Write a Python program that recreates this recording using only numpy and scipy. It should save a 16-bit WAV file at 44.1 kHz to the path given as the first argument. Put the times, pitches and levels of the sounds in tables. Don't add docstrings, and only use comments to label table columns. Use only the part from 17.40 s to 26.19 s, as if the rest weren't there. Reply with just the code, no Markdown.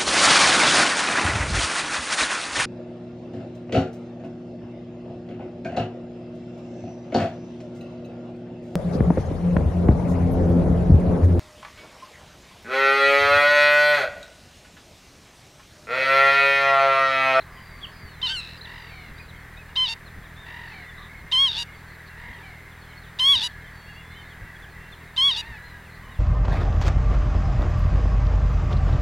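import sys
import numpy as np
from scipy import signal
from scipy.fft import rfft, irfft, next_fast_len
from scipy.io import wavfile
from scipy.ndimage import uniform_filter1d, map_coordinates

SR = 44100
rng = np.random.default_rng(int(sys.argv[2]) if len(sys.argv) > 2 else 0)


def int16_out(signal):
    q = np.round(np.clip(np.atleast_2d(signal).T, -1, 1) * 32767)
    wavfile.write(sys.argv[1], SR, q.astype(np.int16))


N = 387638
TIME = np.arange(N) / SR
HARMONICS = np.arange(1, 16)[:, None]
CUTOFF_HZ = 15900
RELEASE_S = .012


# start_s, settle_s, rise_s, fall_s, rasp_s, squeal_s, crest_hz,
#   squeal_hz, entry_db, crest_db, break_db, rasp_db, squeal_db, catch_db (dip in the onset), rough (0-1)
REDSHANK_CALLS = [ (.815, 0.0051, 0.0079, 0.03, .018, 0.046, 1027, 900, -23, -24, -23, -33, -30, 15, 0.56),
                  (2.356, .026, 0.028, 0.04, 0.025, .058, 1035, 920, -20.5, -19.5, -26, -29.5, -27.5, 5, .65),
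                  (3.915, .026, 0.075, .058, .096, 0.058, 1100, 944, -18.5, -16, -24, -32.5, -26.5, 3, 0.83),
                  (5.788, .015, 0.093, .050, 0.075, 0.049, 1126, 969, -20, -13.5, -19, -28.5, -24, 1, 0.65),
                  (7.764, 0.014, 0.075, 0.05, 0.059, 0.046, 1124, 947, -19, -16, -22.5, -30.5, -27, 15, 0.64)]
# harmonic (number), level_db
WHISTLE_TONE = [(1, -18.5), (2, -19.5), (3, 3.5), (4, -24), (5, -27.5), (6, -32), (7, -37.5), (8, -30.5),
                (9, -35.5), (10, -35.5), (11, -39), (12, -50), (15, -70)]
# freq_hz, level_db
BREAK_THROAT = [(900, -18), (1900, -23), (2400, -35), (2850, -8), (3300, -5), (3700, 5), (4100, -6),
                (4750, -13), (5600, -19), (7500, -34.5), (10000, -35), (12500, -45), (15000, -57)]
# freq_hz, level_db
SQUEAL_THROAT = [(900, -13.5), (1900, -18.5), (2400, -8), (2850, 0), (3700, -3), (4100, 4.5), (4750, -4.5),
                 (5600, -12.5), (7500, -16.5), (8700, -26.5), (10000, -16.5), (12500, -34), (15000, -51)]


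def redshank():
    out = np.zeros(N)
    for start, *call in REDSHANK_CALLS:
        span, t = stretch(start, ONSET_S + sum(call[:5]))
        pitch, db, whistle, rasp, gape = redshank_gesture(t, *call)
        hz = HARMONICS * pitch
        reed_db = gape * at_hz(SQUEAL_THROAT, hz) + (1 - gape) * at_hz(BREAK_THROAT, hz)
        tilt_db = 1.3 * (db.max() + 14.5) * np.log2(np.maximum(hz / 4200, 1))
        harmonic_db = whistle * at_hz(WHISTLE_TONE, HARMONICS) + (1 - whistle) * reed_db + tilt_db
        split = np.minimum(2.2 * rasp * whistle * from_db(db + 14), .5) + .12 * gape
        voice = syrinx(pitch, harmonic_db, rasp, BREAK_THROAT,
                       jitter=.04, burst_db=11, burst_hz=230, hiss=.6, split=split)
        out[span] += from_db(db) * voice
    return out


ONSET_S, ATTACK_S = 0.01488, 0.0061
SCOOP_HZ, ENTRY_HZ, SETTLED_HZ = 883.4, 1051, 1010
BREAK_HZ, RASP_END_HZ = 932.5, 864
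FALL_POWER = 2.5
SCOOP_DB, SQUEAL_FADE_DB = -3, -3.5
FALTER_DB = 2.5
CATCH_WEAKENS = 0.23
PURITY, PURITY_PER_DB = 0.9, .04
SCOOP_RASP, SQUEAL_RASP = 0.61, 0.38
SQUEAL_WOBBLE, SQUEAL_WOBBLE_HZ = 0.0062, 29.66


def redshank_gesture(t, settle_s, rise_s, fall_s, rasp_s, squeal_s, crest_hz, squeal_hz,
                     entry_db, crest_db, break_db, rasp_db, squeal_db, catch_db, rough):
    lengths = [settle_s, rise_s, fall_s, rasp_s, squeal_s]
    settled, crest, breaks, opens, end = ONSET_S + np.cumsum(lengths)
    frays, sagged = breaks + 0.278 * rasp_s, breaks + 0.815 * rasp_s
    release = end - RELEASE_S
    climb = np.sin(np.pi / 2 * ramps(t, (settled, 0), (crest, 1)))
    fall = ramps(t, (crest, 0), (breaks, 1))
    gape = .5 + .5 * np.tanh((t - opens + 0.0047) / 0.0088)
    pitch = ramps(t, (0, SCOOP_HZ), (ONSET_S, ENTRY_HZ),
                  (ONSET_S + settle_s / 2, ENTRY_HZ - 8), (settled, SETTLED_HZ))
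    pitch += (crest_hz - SETTLED_HZ) * climb + (BREAK_HZ - crest_hz) * fall ** FALL_POWER
    pitch += ramps(t, (breaks, BREAK_HZ), (frays, BREAK_HZ - 8), (sagged, RASP_END_HZ),
                   (opens, squeal_hz), (release, squeal_hz), (end, BREAK_HZ)) - BREAK_HZ
    pitch *= 1 + SQUEAL_WOBBLE * gape * drift(SQUEAL_WOBBLE_HZ, len(t))
    scoop_db = entry_db + SCOOP_DB
    db = ramps(t, (0, entry_db - 17), (ATTACK_S, scoop_db - CATCH_WEAKENS * catch_db),
               (.65 * ONSET_S, scoop_db - catch_db), (ONSET_S, entry_db))
    db += (crest_db - entry_db) * climb ** 1.3 + (break_db - crest_db) * fall ** 2
    db -= FALTER_DB * np.sin(np.pi * fall ** 3)
    db += ramps(t, (breaks, break_db), (breaks + rasp_s / 2, rasp_db), (opens, squeal_db),
                (release, squeal_db + SQUEAL_FADE_DB), (end, squeal_db - 33)) - break_db
    purity = PURITY + PURITY_PER_DB * (crest_db + 14.5)
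    whistle = ramps(t, (ATTACK_S, .1), (ONSET_S, .7), (settled, .56), (crest, purity)) * (1 - fall ** 3)
    rasp = ramps(t, (ATTACK_S, SCOOP_RASP), (ONSET_S, .1), (settled, 0), (crest, 0), (breaks, .15),
                 ((breaks + frays) / 2, .25), (frays, rough), (sagged, 0.82 * rough), (opens, SQUEAL_RASP))
    return pitch, db, np.clip(whistle, 0, 1), np.clip(rasp, 0, 1), gape


def syrinx(pitch, harmonic_db, rasp, throat, jitter, burst_db, burst_hz, hiss, split=0):
    size, rasp = len(pitch), np.clip(rasp, 0, 1)
    phase = 2 * np.pi * np.cumsum(pitch * (1 + jitter * rasp * drift(350, size))) / SR
    gains = from_db(harmonic_db) * (HARMONICS * pitch < CUTOFF_HZ)
    lag = 0.566 * HARMONICS ** 2
    tone = np.sqrt(2) * np.sum(gains * np.cos(HARMONICS * phase - lag), axis=0)
    tone = tone / np.sqrt(np.sum(gains ** 2, axis=0))
    tone = tone * (1 + split * np.cos(phase / 2))
    air = hiss * rasp * noise(throat, size) * (1 + np.cos(phase))
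    bursts = from_db(burst_db * rasp ** 2 * np.tanh(drift(burst_hz, size)))
    voice = (tone + air) * bursts
    return voice / np.sqrt(uniform_filter1d(voice ** 2, size=700) + 1e-9)


ANSWER_START_S, ANSWER_ATTACK_S, WAIL_S, RATTLE_S = .845, 0.056, 0.153, .18
WAIL_BASE_HZ, WAIL_CREST_HZ, WAIL_CREST_S, WAIL_WIDTH_S = 1325, 1570, .08, .032
WAIL_DB, RATTLE_DB, RATTLE_FADE_DB_PER_S = -28.5, -38, 67
# freq_hz, level_db
ANSWER_THROAT = [(1250, -29), (1600, -2.5), (2700, -2.5), (3200, 4), (4150, -1.5), (4800, -16), (6500, -23),
                 (8200, -17), (9500, -25), (14000, -40)]


def answering_bird():
    out = np.zeros(N)
    span, t = stretch(ANSWER_START_S, WAIL_S + RATTLE_S)
    frayed = WAIL_S + RELEASE_S
    hump = np.exp(-.5 * ((t - WAIL_CREST_S) / WAIL_WIDTH_S) ** 2)
    pitch = WAIL_BASE_HZ + (WAIL_CREST_HZ - WAIL_BASE_HZ) * hump
    db = ramps(t, (0, WAIL_DB - 10), (ANSWER_ATTACK_S, WAIL_DB), (WAIL_S, WAIL_DB - 3.0), (frayed, RATTLE_DB))
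    db -= RATTLE_FADE_DB_PER_S * np.maximum(t - frayed, 0)
    rasp = ramps(t, (ANSWER_ATTACK_S, .35), (WAIL_S, .06), (frayed, .58))
    hz = HARMONICS * pitch
    harmonic_db = at_hz(ANSWER_THROAT, hz) - 14 * rasp * np.log2(np.maximum(hz / 4000, 1))
    voice = syrinx(pitch, harmonic_db, rasp, BREAK_THROAT, jitter=0.089, burst_db=16, burst_hz=150, hiss=0.39)
    out[span] = from_db(db) * voice
    return out


# start_s, length_s, pitch_hz, level_db
CHIPS = [(.427, 0.032, 3215, -35), (1.17, .03, 4750, -52), (1.243, 0.019, 3850, -40),
         (1.885, 0.03, 3850, -52), (2.655, 0.036, 4100, -52), (2.835, 0.039, 3700, -57),
         (4.325, .035, 3400, -59), (5.31, 0.032, 3400, -58), (5.48, 0.059, 4040, -61),
         (5.635, .035, 3440, -58), (6.26, 0.038, 3430, -60), (6.9, 0.044, 3300, -54),
         (7.22, 0.037, 3380, -52), (7.52, 0.031, 3460, -47.5), (8.745, 0.03, 3370, -59)]
# start_s, length_s, crest_hz, level_db
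PEEPS = [(1.745, 0.13, 4820, -60), (1.79, 0.031, 2504, -45.5), (2.165, 0.065, 2580, -49.5),
         (2.955, .11, 3670, -52.5), (6.46, 0.074, 2810, -52.5), (6.55, 0.079, 2830, -50),
         (6.74, .09, 3120, -51.5), (8.21, 0.12, 4180, -57.5)]
# start_s, pitch_hz, level_db
FLICKS = [(.003, 4150, -47), (0.017, 4000, -48), (0.413, 3450, -48), (1.21, 4080, -39.5),
          (1.227, 4220, -47), (1.78, 3850, -48.5), (2.17, 3750, -49.5)]
FLICK_S = .013
# start_s, length_s, middle_hz, level_db, glide (share of pitch),
#   arch (share of pitch), trill (0-1)
WHISTLES = [(0.098, 0.52, 4640, -60, -0.13, 0.0028, 0.69), (0.512, 0.31, 4530, -56.5, -0.29, 0.034, 0),
            (1.312, 0.42, 4450, -59.5, -0.31, 0, 0.67), (6.091, 0.1, 4200, -64, -0.0013, 0, 0),
            (6.322, 0.28, 4430, -58.5, 0, -.03, 0), (6.329, 0.66, 3434, -61, 0.16, -.02, 0),
            (6.78, .12, 4170, -64, -0.3, 0, 0), (7.332, 0.21, 2730, -60, 0.023, .015, 0)]
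# start_s, length_s, pitch_hz, level_db
BUZZES = [(.44, .06, 3120, -57), (3.25, 0.23, 4230, -56.5), (3.55, 0.14, 3750, -53.5),
          (4.365, .055, 4400, -61), (4.51, 0.056, 4300, -58.5), (4.655, 0.05, 4280, -58)]
# start_s, length_s, pitch_hz, level_db
HOOTS = [(.03, 0.2, 1110, -53), (.28, 0.32, 1123, -55.5), (3.57, .09, 1165, -49), (8.54, 0.23, 1120, -53.5)]


def far_birds():
    flicks = [(start, FLICK_S, hz, db) for start, hz, db in FLICKS]
    strays = stray_notes(count=110, low_hz=2680, high_hz=4570, length_scale_s=.07, top_db=-60.5)
    out = gulls()
    out += small_birds(CHIPS, glide=-0.233, arch=0.091)
    out += small_birds(PEEPS, glide=0, arch=.09)
    out += small_birds(flicks, glide=0.14, arch=.02)
    for *note, glide, arch, trill in WHISTLES:
        out += small_birds([note], glide, arch, trill=trill)
    out += small_birds(BUZZES, glide=-0.079, arch=0.0097, waver=.057, waver_hz=403, flutter_db=2.5)
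    out += small_birds(HOOTS, glide=-0.072, arch=0, waver=0.056, waver_hz=130, flutter_db=0.5)
    return out + small_birds(strays, glide=-0.117, arch=.05, flutter_db=4.5)


GULL_ATTACK_S, GULL_FADE_DB = 0.03, -4
GULL_ROLL_PER_S, GULL_ROLL_SLIDE = 46.5, 0.084
TAIL_START_HZ, TAIL_END_HZ, TAIL_DB = 798, 676, -5
TAIL_RASP = .35
# (per octave above 1900 Hz, up to 0.6 octave)
GULL_CRIES = [(1.235, 0.27, .2, 971, .035, -44.5, 0.63, 10), (3.045, .28, .13, 954, .025, -42, 0.57, 0.5),
              (4.76, .26, .15, 964, .03, -44.5, 0.58, -7), (7.92, .11, 0.011, 862, 0.022, -46.5, .2, 2),
              (8.0, .17, 0.0069, 936, .09, -44.5, 0.08, -1), (8.04, 0.43, .01, 977, .02, -51, 0.27, -1)]
# freq_hz, level_db
GULL_THROAT = [(700, -6.5), (950, -7), (1400, -22), (1900, 3.5), (2300, 3), (2850, -10), (3300, -16),
               (3800, -11), (4700, -20), (5800, -31), (9000, -52)]


def gulls():
    out = np.zeros(N)
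    for start, held_s, tail_s, crest_hz, arch, level_db, hoarse, bright_db in GULL_CRIES:
        end = held_s + tail_s + RELEASE_S
        span, t = stretch(start, end)
        tail = ramps(t, (held_s - RELEASE_S, 0), (held_s + RELEASE_S, 1))
        held_hz = crest_hz * (1 - arch * np.cos(np.pi * t / held_s) ** 2)
        tail_hz = ramps(t, (held_s, TAIL_START_HZ), (end, TAIL_END_HZ))
        pitch = (1 - tail) * held_hz + tail * tail_hz
        db = level_db + ramps(t, (0, -12), (GULL_ATTACK_S, 0), (held_s / 2, 0), (held_s, GULL_FADE_DB),
                              (held_s + 0.98 * tail_s, TAIL_DB), (end, -14))
        rasp = (1 - tail) * hoarse + tail * TAIL_RASP
        roll = 2 * np.pi * GULL_ROLL_PER_S * t + 0.86 * drift(10.2, len(t))
        pitch = pitch * (1 + GULL_ROLL_SLIDE * rasp * np.sin(roll))
        hz = HARMONICS * pitch
        harmonic_db = at_hz(GULL_THROAT, hz) + bright_db * np.clip(np.log2(hz / 1900), 0, .6)
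        voice = syrinx(pitch, harmonic_db, rasp, GULL_THROAT, jitter=.02, burst_db=3, burst_hz=60, hiss=.42)
        pulses = 1 + np.minimum(0.97 * rasp, 1) * np.cos(roll)
        out[span] += from_db(db) * voice * pulses
    return out


TRILL_GLIDE, TRILL_THROB = .03, 1.5


def small_birds(notes, glide, arch, waver=0.002, waver_hz=90, flutter_db=1, trill=0):
    out = np.zeros(N)
    for start, length, middle_hz, db in notes:
        span, t = stretch(start, length)
        u, size = np.clip(t / length, 0, 1), len(t)
        depth = trill * np.sin(np.pi * u) * (1 - u)
        roll = 2 * np.pi * 55 * t + .5 * drift(7.0, size)
        pitch = middle_hz * (1 + glide * (u - .5) - arch * (2 * u - 1) ** 2)
        pitch = pitch * (1 + waver * drift(waver_hz, size) + TRILL_GLIDE * depth * np.sin(roll))
        swell = np.sqrt(2 * np.abs(np.sin(np.pi * u))) * from_db(db + flutter_db * drift(33.5, size))
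        throb = 1 + TRILL_THROB * depth * np.cos(roll)
        out[span] += swell * throb * np.sin(2 * np.pi * np.cumsum(pitch) / SR)
    return out


def stray_notes(count, low_hz, high_hz, length_scale_s, top_db):
    when, long, high, loud = rng.random((count, 4)).T
    starts, lengths = when * (TIME[-1] - .05), length_scale_s * (0.394 + long)
    return np.transpose([starts, lengths, low_hz + high * (high_hz - low_hz), top_db - 7 * loud])


MOTOR_HZ = 40.55
STUMBLE_FIRST_S, STUMBLE_EVERY_S, THUD_DB = .646, 1.065, -38.5
# multiple (of the pulse rate), level_db
MOTOR_ORDERS = [(1, -57.5), (2, -51), (3, -53.5), (4, -55), (5, -64), (6, -76), (7, -70)]


def motor():
    stumbles = np.arange(STUMBLE_FIRST_S, TIME[-1], STUMBLE_EVERY_S)
    share = sum(np.exp(-.5 * ((TIME - s) / 0.02015) ** 2) for s in stumbles)
    rate_hz = MOTOR_HZ * (1 + 0.0854 * share + 0.0033 * drift(6.3, N))
    phase = 2 * np.pi * np.cumsum(rate_hz) / SR
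    pulses = sum(np.sqrt(2) * from_db(db) * np.cos(k * phase) for k, db in MOTOR_ORDERS)
    thud_noise = noise([(25, -5), (50, 4), (110, -2), (250, -13), (400, -25.5)], N)
    thuds = from_db(THUD_DB) * share * thud_noise
    return pulses * (1 - 1.03 * share) * from_db(1.5 * drift(9.7, N)) + thuds


WIND_DB = -50.5
# middle_s, half_length_s, rise_db
GUSTS = [(.45, .3, 2), (8.75, 0.16, 5)]
# freq_hz, level_db (per Hz)
RUMBLE = [(15, -7), (30, -1.5), (45, 3), (80, -7), (140, -9), (250, -13), (400, -24.5)]


def breeze():
    return swelling(WIND_DB, GUSTS) * noise(RUMBLE, N)


COLONY_DB = -52
# middle_s, half_length_s, rise_db
COLONY_SWELLS = [(3.5, 0.24, 5.5), (4.712, 0.21, 4.5), (6.15, 0.19, 5.5), (7.082, .25, 5), (8.2, 0.13, 4.5)]
# freq_hz, level_db (per Hz)
COLONY = [(1200, -36), (1550, 0.5), (1850, 1), (2150, -6.5), (2450, -44)]


def colony():
    notes = stray_notes(count=130, low_hz=1653, high_hz=2202, length_scale_s=.16, top_db=0)
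    voices = small_birds(notes, glide=-0.0635, arch=0.0498, waver=0.0221, waver_hz=118.2, flutter_db=4.0)
    chorus = rms_one(meadow(voices, t60=0.27)) + 0.66 * noise(COLONY, N)
    chorus = chorus / np.sqrt(uniform_filter1d(chorus ** 2, size=9000))
    return swelling(COLONY_DB, COLONY_SWELLS) * chorus


HAZE_DB = -48.5
# freq_hz, level_db (per Hz)
HAZE = [(180, -27), (300, -10.5), (397, -3), (543, -8.5), (1000, -4), (1370, -4), (1590, -2), (1870, -1),
        (2100, -4), (2440, -9), (2880, -15.5), (3870, -16), (5950, -26.5), (15500, -28.5)]


def haze():
    return from_db(HAZE_DB) * noise(HAZE, N)


def meadow(x, t60):
    t = TIME[:SR // 2]
    scatter = rng.standard_normal(len(t)) * from_db(-60 * t / t60) * (t > .006)
    return signal.fftconvolve(x, scatter / np.sqrt(np.sum(scatter ** 2)))[:N]


def from_db(db):
    return 10 ** (np.asarray(db) / 20)


def rms_one(x):
    return x / np.sqrt(np.mean(x ** 2) + 1e-20)


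def at_hz(points, hz):
    freq, db = np.transpose(points)
    return np.interp(np.log(np.maximum(hz, 1)), np.log(freq), db)


def noise(spectrum, size):
    length = next_fast_len(size)
    hz = np.arange(length // 2 + 1) * SR / length
    gain = from_db(at_hz(spectrum, hz)) / (1 + (hz / spectrum[-1][0] / 2) ** 8)
    return rms_one(irfft(rfft(rng.standard_normal(length)) * gain, length)[:size])


def drift(rate_hz, size):
    knots = rng.standard_normal(int(size * rate_hz * 2 / SR) + 4)
    return map_coordinates(knots, [1 + np.arange(size) * rate_hz * 2 / SR], order=3, mode="nearest")


def swelling(db, swells):
    humps_db = sum(rise_db * np.exp(-.5 * ((TIME - s) / width) ** 2) for s, width, rise_db in swells)
    return from_db(db + humps_db)


def stretch(start, length):
    span = slice(max(int(start * SR), 0), min(int((start + length) * SR), N))
    return span, TIME[span] - start


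def ramps(t, *points):
    s, values = np.transpose(points)
    return np.interp(t, np.maximum.accumulate(s), values)


def scene():
    near, far = redshank() + answering_bird(), far_birds()
    front = near + from_db(-32) * meadow(near, t60=0.33)
    front += far + from_db(-11) * meadow(far, t60=0.29)
    front += motor() + breeze() + colony() + haze()
    hiss = [noise([(2000, -27), (4000, -14), (6000, 6.5), (15500, 6)], N) for side in range(2)]
    return front + from_db(-62.5) * np.array(hiss)


def record(dry):
    low_pass = signal.ellip(10, .1, 80, CUTOFF_HZ, fs=SR, output="sos")
    return signal.sosfilt(low_pass, dry)


dry = scene()
out = record(dry)
int16_out(out)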